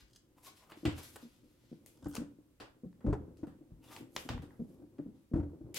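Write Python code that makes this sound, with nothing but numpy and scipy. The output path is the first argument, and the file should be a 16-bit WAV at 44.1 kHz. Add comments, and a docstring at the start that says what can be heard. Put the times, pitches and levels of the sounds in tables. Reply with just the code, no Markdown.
"""A sweater brushes a paper collar over faint grinding and room hush: flickering fibre noise, filtered ticks.
A hand die is worked round an oiled steel barrel clamped upright at a desk in a small room.
The die slips in short judders that ring clamp and desk as damped modes; it chinks and creaks in its holder.
The steel stock clicks in its play: bursts of tiny contacts, filtered; palms rub hollowly on the grips."""
import sys
import numpy as np
from scipy import signal
from scipy.fft import rfft, irfft, next_fast_len
from scipy.io import wavfile
from scipy.ndimage import uniform_filter1d

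SR = 44100
rng = np.random.default_rng(int(sys.argv[2]) if len(sys.argv) > 2 else 0)


def file_out(sig):
    """Save sig as 16-bit WAV at sys.argv[1]."""
    # one column per channel
    cols = np.atleast_2d(sig).T
    # limit, then scale
    lim = np.clip(cols, -1, 1)
    pcm = np.round(lim * 32767).astype(np.int16)
    wavfile.write(sys.argv[1], SR, pcm)


N = 254898
TIME = np.arange(N) / SR
HIT_SIZE = 16384  # samples in one hit or room response
TOP_HZ = 15900

# rasp of steel faces: freq_hz, level_db
GRIT_COLOUR = [(500, -11), (1200, -29), (3000, 5), (6000, 4.5), (9000, 3), (15000, -19)]


def undb(db):
    """Decibels to gain."""
    return 10 ** (np.asarray(db) / 20)


def unit(x):
    """Scale to rms 1."""
    return x / np.sqrt(np.mean(x ** 2))


def crest(x, size):
    """Scale so that the loudest stretch of this many samples has rms 1."""
    power = np.mean(np.atleast_2d(x) ** 2, axis=0)
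    return x / np.sqrt(uniform_filter1d(power, size, mode="constant").max())


def colour(x, points):
    """Causal minimum-phase filter through (freq_hz, level_db) points."""
    n = x.shape[-1]
    hz, db = np.transpose(points)
    log_hz = np.log(np.fft.rfftfreq(n, 1 / SR) + 1)
    gain = undb(np.interp(log_hz, np.log(hz), db))
    cepstrum = irfft(np.log(gain), n)
    # fold the cepstrum to positive time
    cepstrum[1:n // 2] *= 2
    cepstrum[n // 2 + 1:] = 0
    return irfft(rfft(x) * np.exp(rfft(cepstrum)), n)


def walk(knots_per_s):
    """Random level with straight lines between normal draws."""
    knots = np.arange(0, N / SR + 1, 1 / knots_per_s)
    return np.interp(TIME, knots, rng.standard_normal(len(knots)))


def spread(pair, wide_hz=560, bass_width=0.0067):
    """Two unrelated signals as a diffuse field: alike in the bass, different in the treble."""
    high_pass = signal.butter(1, wide_hz, "high", fs=SR, output="sos")
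    side = signal.sosfilt(high_pass, pair[1]) + bass_width * pair[1]
    return pair[0] + np.array([side, -side])


def tilt(left_db):
    """Stereo gains: left raised and right lowered by left_db."""
    return undb(np.array([[left_db], [-left_db]]))


def ports(x, lead_rad=0.47):
    """The two microphone ports differ slightly: the left one shifts the phase a little ahead of the right."""
    analytic = signal.hilbert(x, next_fast_len(N))[:N]
    return np.real(analytic * np.exp(np.array([[1j], [-1j]]) * lead_rad / 2))


def add(track, s, sound):
    """Mix a sound in at time s."""
    start = int(s * SR)
    part = sound[..., :N - start]
    track[..., start:start + part.shape[-1]] += part


def reflections(build_s=0.0055):
    """One stereo path through a small furnished room: noise decaying by band, unit energy."""
    # reverberation: freq_hz, t60_s
    room_t60 = [(100, 0.51), (500, 0.36), (3000, 0.31), (14000, 0.18)]
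    t = np.arange(HIT_SIZE) / SR
    hz, t60_s = np.transpose(room_t60)
    edges_hz = np.geomspace(20, SR / 2, 9)
    bins_hz = np.fft.rfftfreq(HIT_SIZE, 1 / SR)
    noise = rfft(rng.standard_normal((2, HIT_SIZE)))
    tail = 0
    for lo, hi in zip(edges_hz, edges_hz[1:]):
        decay_s = np.interp(np.log(lo * hi) / 2, np.log(hz), t60_s)
        band = irfft(noise * (bins_hz >= lo) * (bins_hz < hi))
        tail = tail + band * np.exp(-np.log(1000) * t / decay_s)
    build_up = 1 - np.exp(-t / build_s)
    return unit(spread(tail * build_up)) / np.sqrt(HIT_SIZE)


def room(x):
    """What the room returns of a sound."""
    return signal.fftconvolve(x[None], reflections(), axes=1)[:, :N]


def air(level_db=-71.5):
    """Faint hush of the room: coloured stereo noise with a slight waver."""
    # hush colour: freq_hz, level_db
    air_colour = [(15, -7), (25, -1), (59, -2), (136, -9), (193, -11), (297, -10), (410, -17.5), (804, -30),
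                  (1020, -26), (1530, -29.5), (5280, -35.5), (11800, -35), (15500, -37)]
    hush = spread(colour(rng.standard_normal((2, N)), air_colour))
    return unit(hush) * undb(level_db + .5 * walk(22))


def grinding(flutter_db=4.0, room_db=-6, slips_per_s=1200):
    """Countless small slips of the cutting edges through the thread keep the clamp grumbling."""
    # steady grinding: time_s, level_db
    grind_level = [(0.0, -75.5), (0.76, -71), (0.9, -65), (1.11, -64), (1.26, -68.5), (1.66, -74.5),
                   (2.19, -56), (2.45, -73), (2.88, -73.5), (3.2, -53.5), (3.36, -60), (3.67, -68),
                   (4.02, -56.5), (4.13, -64), (4.7, -59), (5.13, -63), (5.29, -71), (5.42, -51),
                   (5.58, -55), (5.78, -62)]
    # its colour: freq_hz, level_db
    grind_colour = [(18, -47.5), (30, -28), (113, 0), (162, -5.5), (191, -11), (260, 0), (322, 1),
                    (412, -11.5), (535, -9.5), (610, -20), (874, -24), (1120, -31), (1500, -38),
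                    (2200, -50), (3300, -80)]
    ticks = rng.standard_normal(N) * (rng.random(N) < slips_per_s / SR)
    ticks = ticks * undb(flutter_db * walk(25.007))
    level_db = np.interp(TIME, *np.transpose(grind_level))
    out = unit(colour(ticks, grind_colour)) * undb(level_db)
    return ports(out) + undb(room_db) * room(out)


def fibres(points, grain_db=1.0, flutter_db=3.2, catches_per_s=90):
    """Wool fibres and skin catch and let go in a dense, uneven run of tiny ticks."""
    ticks = rng.standard_normal(N) * (rng.random(N) < .15)
    grains = ticks * undb(grain_db * np.minimum(rng.exponential(size=N), 6))
    return colour(grains * undb(flutter_db * walk(catches_per_s)), points)


def stroke(s, rise_s, fall_s, depth_db=20):
    """Gain of one sliding movement: swells by depth_db over the rise, loses as much over the fall."""
    away = np.maximum((s - TIME) / rise_s, (TIME - s) / fall_s)
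    return undb(-depth_db * np.minimum(away, 10))


def rubbing(grip_q=18, grip_db=-4.5):
    """Palms rub on the grips; each cupped hand adds its own hollow resonance."""
    # skin on grip: freq_hz, level_db
    rub_colour = [(200, -54), (450, -13.5), (800, -11), (1080, -13.5), (1400, -19), (2500, -21.5),
                  (6000, -30)]
    # palms sliding round the handles: peak_s, rise_s, fall_s, level_db, hollow_hz
    rub_strokes = [(0.382, 0.027, 0.04, -66, 1000), (0.436, 0.012, 0.035, -62, 1040),
                   (0.476, 0.035, 0.03, -56, 1090), (0.632, 0.03, 0.04, -60, 1040),
                   (0.71, 0.04, 0.03, -55, 1230), (0.75, 0.02, 0.06, -66, 850),
                   (3.846, 0.03, 0.04, -63, 2800), (3.884, 0.025, 0.03, -65, 3500),
                   (3.912, 0.018, 0.05, -51, 1200), (3.972, 0.06, 0.05, -56, 900)]
    skin = unit(fibres(rub_colour))
    out = 0
    for s, rise_s, fall_s, db, hz in rub_strokes:
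        hollow = unit(signal.lfilter(*signal.iirpeak(hz, grip_q, fs=SR), skin))
        rub = unit(skin + undb(grip_db) * hollow)
        out = out + undb(db) * stroke(s, rise_s, fall_s) * rub
    return out


def brushing(split_hz=5500, trim_db=-4, rub_db=-2, room_db=2, rub_room_db=-7, left_db=1):
    """Sweater fibres drag over the paper collar, rustling low and hissing high; palms rub on the grips."""
    # sweater on paper, levels before trim: peak_s, rise_s, fall_s, rustle_db, hiss_db
    brush_strokes = [(0.01, 0.2, 0.015, -66, -75), (0.385, 0.028, 0.046, -90, -72),
                     (0.436, 0.011, 0.048, -84, -64), (0.47, 0.032, 0.014, -50.5, -52.5),
                     (0.57, 0.05, 0.079, -63.5, -66), (0.77, 0.066, 0.9, -68.5, -70.5),
                     (0.995, 0.072, 0.045, -57.5, -63), (1.036, 0.05, 0.028, -60.5, -58),
                     (1.105, 0.065, 0.051, -70, -61), (1.22, 0.22, 0.18, -74, -77),
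                     (1.5, 0.26, 0.99, -95, -95), (1.73, 0.2, 0.056, -78.5, -100),
                     (1.88, 0.052, 0.23, -79, -74), (2.185, 0.03, 0.035, -80, -74),
                     (3.842, 0.027, 0.15, -72.5, -70), (3.934, 0.039, 0.035, -53.5, -56),
                     (3.99, 0.04, 0.035, -73, -63), (4.205, 0.074, 0.097, -67, -56),
                     (4.7, 0.6, 0.2, -84, -79.5), (5.16, 0.073, 0.16, -85, -95)]
    # paper: freq_hz, level_db
    brush_colour = [(500, -15.5), (1400, -13), (3200, -11), (6000, -10), (9000, -9.5), (12000, -5),
                    (15500, -20.5)]
    paper = fibres(brush_colour)
    low_pass = signal.butter(3, split_hz, "low", fs=SR, output="sos")
    high_pass = signal.butter(3, split_hz, "high", fs=SR, output="sos")
    rustle = unit(signal.sosfilt(low_pass, paper))
    hiss = unit(signal.sosfilt(high_pass, paper))
    brush = np.zeros(N)
    for s, rise_s, fall_s, rustle_db, hiss_db in brush_strokes:
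        mix = rustle * undb(rustle_db + trim_db) + hiss * undb(hiss_db + trim_db)
        brush += stroke(s, rise_s, fall_s) * mix
    rub = undb(rub_db) * rubbing()
    wet = room(undb(room_db) * brush + undb(rub_room_db) * rub)
    return (brush + rub + wet) * tilt(left_db)


def ring(push, modes, detune=0.05, scatter_db=2):
    """Damped modes; their pitch and share vary with load and contact point, drawn at random."""
    t = np.arange(HIT_SIZE) / SR
    chance = rng.standard_normal((len(modes), 2))
    body = np.zeros(HIT_SIZE)
    for (hz, db, t60_s), (pitch_draw, level_draw) in zip(modes, chance):
        envelope = undb(db + scatter_db * level_draw - 60 * t / t60_s)
        body += envelope * np.sin(2 * np.pi * hz * (1 + detune * pitch_draw) * t)
    return signal.fftconvolve(push, body)[:HIT_SIZE]


def stutter(length_s, after, count):
    """A first contact, then mostly weaker ones at uneven times."""
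    when, size = rng.random(count), rng.standard_normal(count)
    push = np.zeros(HIT_SIZE)
    push[(when * 2 * length_s * SR).astype(int)] = after * size * np.exp(-2 * when)
    push[0] = 1
    return push


def chatter(length_s, grain_db=3):
    """Rough faces meet: a dense burst of tiny contacts that swells at once and dies away."""
    age = np.arange(HIT_SIZE) / SR / length_s
    grains = rng.standard_normal(HIT_SIZE) * undb(grain_db * rng.standard_normal(HIT_SIZE))
    return grains * np.sqrt(age) * np.exp(-2 * age)


def judder(length_s, hz, jitter=0.09, rough_db=3, fade_db=5):
    """Stick-slip jerks that lock to the swing of the clamp and fade as the load lets go."""
    size, late = rng.standard_normal((2, 32))
    when = np.cumsum(1 + jitter * late) / hz
    when -= when[0]
    slipping = np.clip((length_s - when) * hz + 1, 0, 1)
    fade = np.minimum(when / max(length_s, 1 / hz), 2)
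    push = np.zeros(HIT_SIZE)
    push[(when * SR).astype(int)] = slipping * undb(rough_db * size - fade_db * fade)
    return push


def slips(clamp_db=-2, desk_db=-4, hard_db=-6, grit_db=-29, room_db=-11, left_db=0.9,
          jolt_s=0.0059, scrape_s=0.018, judder_t60_s=0.029):
    """The die lets go in short, scraping judders that ring the clamp; heavier slips jolt the desk."""
    # slips of the die, levels before trims: start_s, length_s, judder_hz, knock_db, scrape_db
    slip_events = [(0.368, 0.008, 270, -60, -82), (0.771, 0.008, 301, -48.5, -74),
                   (0.831, 0.008, 290, -40, -62), (0.851, 0.014, 306, -25, -40),
                   (0.877, 0.008, 306, -30, -47), (1.227, 0.009, 258, -46, -72),
                   (1.252, 0.009, 258, -50, -76), (1.43, 0.04, 270, -57, -82),
                   (1.715, 0.003, 242, -43, -72), (1.727, 0.003, 260, -41.5, -68),
                   (2.024, 0.025, 270, -49, -60), (2.057, 0.02, 290, -32, -46),
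                   (2.179, 0.026, 231, -34, -53), (2.217, 0.01, 265, -36, -56),
                   (2.386, 0.011, 290, -52, -82), (2.604, 0.016, 290, -51, -57),
                   (2.834, 0.02, 265, -40, -67), (2.859, 0.026, 172, -43, -70),
                   (3.043, 0.009, 235, -28.5, -55), (3.063, 0.026, 298, -27, -45),
                   (3.082, 0.016, 310, -30, -48), (3.1, 0.012, 298, -28.5, -48),
                   (3.127, 0.012, 400, -32, -35.5), (3.28, 0.009, 277, -44, -66),
                   (3.388, 0.018, 285, -51, -75), (3.431, 0.009, 285, -32, -50),
                   (3.471, 0.004, 220, -42, -60), (3.608, 0.008, 288, -47.5, -78),
                   (4.007, 0.005, 271, -42, -72), (4.252, 0.012, 279, -42, -62),
                   (4.299, 0.008, 280, -35, -45), (4.324, 0.05, 240, -41, -50),
                   (4.425, 0.018, 270, -43, -58), (4.593, 0.034, 228, -35.5, -64),
                   (4.818, 0.037, 280, -49, -66), (4.987, 0.024, 295, -32.5, -57),
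                   (5.06, 0.006, 260, -39, -70), (5.077, 0.018, 212, -45, -75),
                   (5.314, 0.012, 253, -39, -70), (5.335, 0.009, 285, -27.5, -44),
                   (5.356, 0.021, 305, -27.5, -46), (5.374, 0.018, 330, -33, -48),
                   (5.396, 0.016, 270, -36, -51), (5.428, 0.04, 300, -39.5, -54),
                   (5.533, 0.008, 290, -46, -70), (5.607, 0.014, 285, -43, -68)]
    # desk jolts, level before trim: start_s, thud_db, extra_sway_db
    thud_events = [(0.02, -55, 25), (0.854, -34, -5), (0.87, -30, -27), (0.893, -41, 8), (2.033, -49, -17),
                   (2.061, -40.5, -12), (2.182, -46.5, 3), (2.604, -57, -18), (2.846, -50.5, 2.5),
                   (3.045, -43, -30), (3.067, -27, 8), (3.084, -28, 7), (3.123, -31, -12), (3.427, -46, -5),
                   (3.718, -46, 13), (4.299, -34.5, -7), (4.345, -35, 12.5), (4.393, -41, -13),
                   (4.594, -45.5, 12), (5.061, -55.5, 5), (5.336, -25.5, -5), (5.357, -29, -9),
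                   (5.395, -30.5, -14), (5.612, -49.5, 12), (5.641, -46.5, -28)]
    # soft push of an oiled slip: freq_hz, level_db
    soft_push = [(40, -25.5), (160, 3), (300, 2), (500, 6), (750, -5), (1500, -42), (3000, -72.5)]
    # push into the desk: freq_hz, level_db
    deep_push = [(20, -24.5), (55, -2), (170, 1), (400, -4), (1000, -51.5)]
    # push of the dry scrape: freq_hz, level_db
    hard_push = [(100, -28), (480, -16.5), (1100, -9), (2500, -12), (6000, -16)]
    # clamp and barrel, relative to the judder: freq_hz, level_db, t60_s
    clamp_modes = [(166, -13.5, 0.18), (216.3, -11, 0.11), (309.4, -19.5, 0.28), (461.6, -33, 0.2)]
    # their ring under the scrape: freq_hz, level_db, t60_s
    hard_modes = [(560, -15.5, 0.027), (733, -4.5, 0.049), (776, -15, 0.044), (930, -8, 0.018),
                  (1233, -4.5, 0.0057)]
    # desk top: freq_hz, level_db, t60_s
    desk_modes = [(78.5, -5, 0.16), (116.4, -5, 0.2), (148.7, -11, 0.16)]
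    # desk swaying on its legs, level before the extra: freq_hz, level_db, t60_s
    desk_sway = (46, -6, 0.15)
    out = np.zeros(N)
    for s, length_s, hz, knock_db, scrape_db in slip_events:
        modes = [(hz, 0, judder_t60_s)] + clamp_modes
        knock = ring(colour(judder(length_s, hz), soft_push), modes, detune=0.054)
        add(out, s, undb(knock_db + clamp_db) * crest(knock, size=300))
        scrape = ring(colour(chatter(scrape_s), hard_push), hard_modes)
        add(out, s, undb(scrape_db + hard_db) * crest(scrape, size=300))
        rasp = colour(chatter(scrape_s), GRIT_COLOUR)
        add(out, s, undb(scrape_db + grit_db) * crest(rasp, size=300))
    sway_hz, sway_db, sway_t60_s = desk_sway
    for s, thud_db, extra_db in thud_events:
        push = colour(stutter(jolt_s, after=0.39, count=4), deep_push)
        modes = desk_modes + [(sway_hz, sway_db + extra_db, sway_t60_s)]
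        thud = ring(push, modes, detune=0.052)
        add(out, s, undb(thud_db + desk_db) * crest(thud, size=900))
    return ports(out) * tilt(left_db) + undb(room_db) * room(out)


def contact(modes, length_s, detune):
    """One gritty touch of steel on steel: a rasp and the ring that it leaves."""
    push = chatter(length_s)
    ringing = crest(ring(push, modes, detune), size=130)
    rasp = crest(colour(push, GRIT_COLOUR), size=130)
    return crest(ringing + rasp, size=130)


def chinks(contact_s=0.0083, room_db=-5):
    """As the hands let go, the loose die touches its holder lightly and rings for a moment."""
    # chinks: start_s, level_db
    chink_events = [(0.08, -74), (0.097, -76), (0.109, -73), (0.131, -64.5), (0.149, -67.5), (0.159, -57.5)]
    # loose die: freq_hz, level_db, t60_s
    die_modes = [(2100, -3, 0.014), (3480, 4, 0.009), (5080, 9, 0.009), (6500, 4, 0.006), (7830, -2, 0.008),
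                 (12100, -3, 0.006)]
    out = np.zeros(N)
    for s, db in chink_events:
        add(out, s, undb(db) * contact(die_modes, contact_s, detune=0.015))
    return out + undb(room_db) * room(out)


def clicks(room_db=-1, left_db=2, stock_reach=1.56):
    """The stock shifts in its play: a chatter of contacts, with the ring damped by the hands."""
    # steel on steel, room before trim: start_s, length_s, ring_db, low_ring_db, crack_db, crack_hz, room_db
    click_events = [(0.7179, 0.0075, -53.5, -50.5, -69, 3480, 0.5),
                    (0.8525, 0.007, -39.5, -40, -47, 5100, 4), (0.864, 0.006, -64, -60, -66, 5000, 2.5),
                    (0.978, 0.018, -54.5, -51.5, -56, 9000, 1),
                    (1.158, 0.0077, -53, -49.5, -54, 10600, -4.5),
                    (1.8611, 0.0021, -60.5, -64, -53.5, 9100, 1), (2.084, 0.0017, -71, -68, -58, 12500, 7),
                    (2.148, 0.0067, -53, -52, -54, 12500, 4), (2.153, 0.0014, -50, -45, -41.5, 6700, -2),
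                    (2.164, 0.0072, -46.5, -45.5, -47, 6000, -12.5), (2.6, 0.0071, -54, -50, -59, 6500, 8),
                    (2.928, 0.0023, -77, -69, -89, 5900, -6), (3.0064, 0.0068, -76, -63, -93, 3980, 2),
                    (3.371, 0.0015, -74, -71, -70.5, 6400, 4),
                    (3.4697, 0.0026, -70.5, -60.5, -72.5, 9800, 6),
                    (3.9628, 0.0028, -47.5, -52, -78, 3970, -5.5),
                    (4.1629, 0.0043, -35, -36.5, -35, 5000, -4.5),
                    (4.289, 0.0059, -41, -37, -45.5, 5200, 1), (4.378, 0.0014, -60, -47, -65, 2520, -9),
                    (4.4207, 0.0051, -64.5, -59, -67.5, 9100, 6.5),
                    (4.506, 0.0017, -74, -60, -77, 3000, -3), (4.982, 0.0079, -72, -62, -84, 4040, -2.5),
                    (5.7417, 0.006, -51.5, -72, -53, 6900, 10.5),
                    (5.7444, 0.00092, -47, -56.5, -41.5, 9400, 4), (5.758, 0.025, -43, -52, -41.5, 5660, 7),
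                    (5.767, 0.0063, -48, -49, -46, 13000, 4)]
    # stock, many close damped modes: freq_hz, level_db
    stock_colour = [(400, -7), (1000, -25), (1500, -21.5), (1950, 4), (2250, 4), (2900, 3), (3700, -1.5),
                    (4700, -1), (5800, -13.5), (8000, 0), (15000, -22)]
    # its low ring: freq_hz, level_db
    low_colour = [(150, -8), (450, 0), (650, -4.5), (900, -3), (1250, -5.5), (2000, -7.5), (5000, -113)]
    # crack of a contact: multiple_of_crack_hz, level_db
    crack_shape = [(0.12, -68), (0.36, -51), (0.7, -4.5), (1.002, -1), (1.5, -4.5), (2.3, -17.5)]
    out = np.zeros((2, N))
    for s, length_s, ring_db, low_db, crack_db, hz, wet_db in click_events:
        # the handles keep turning, so every click takes its own path through the room
        direct = unit(chatter(length_s)) / np.sqrt(HIT_SIZE)
        push = direct + undb(wet_db + room_db) * reflections()
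        # the stock rings up to a multiple of the crack's pitch
        low_pass = signal.butter(3, min(stock_reach * hz, TOP_HZ), fs=SR, output="sos")
        blunted = signal.sosfilt(low_pass, push)
        crack = colour(push, [(multiple * hz, db) for multiple, db in crack_shape])
        add(out, s, undb(ring_db) * crest(colour(blunted, stock_colour), size=130))
        add(out, s, undb(low_db) * crest(colour(push, low_colour), size=130))
        add(out, s, undb(crack_db) * tilt(left_db) * crest(crack, size=130))
    return out


def creak(tick_s=0.0035, room_db=-1):
    """Under rising load the die creeps in its holder in separate gritty stick-slip ticks."""
    # ticks: start_s, level_db
    creak_ticks = [(1.973, -70), (2.011, -77), (2.026, -67), (2.044, -58.5), (2.056, -63), (2.069, -62),
                   (2.098, -68), (2.112, -59), (2.126, -61), (2.135, -57), (2.14, -54.5)]
    # holder under load: freq_hz, level_db, t60_s
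    holder_modes = [(1200, 11, 0.012), (1520, 9, 0.023), (3400, 16.5, 0.0037), (4970, -11, 0.01),
                    (5700, 4, 0.013), (6460, 2, 0.016)]
    out = np.zeros(N)
    for s, db in creak_ticks:
        add(out, s, undb(db) * contact(holder_modes, tick_s, detune=0.05))
    return out + undb(room_db) * room(out)


def scene():
    """Die, stock and paper in the quiet room."""
    return air() + grinding() + brushing() + slips() + chinks() + clicks() + creak()


def record(dry):
    """The microphone drops the deepest bass and cuts the top."""
    high_pass = signal.butter(2, 30, "high", fs=SR, output="sos")
    low_pass = signal.ellip(10, .2, 70, TOP_HZ, fs=SR, output="sos")
    return signal.sosfilt(low_pass, signal.sosfilt(high_pass, dry))


dry = scene()
out = record(dry)
file_out(out)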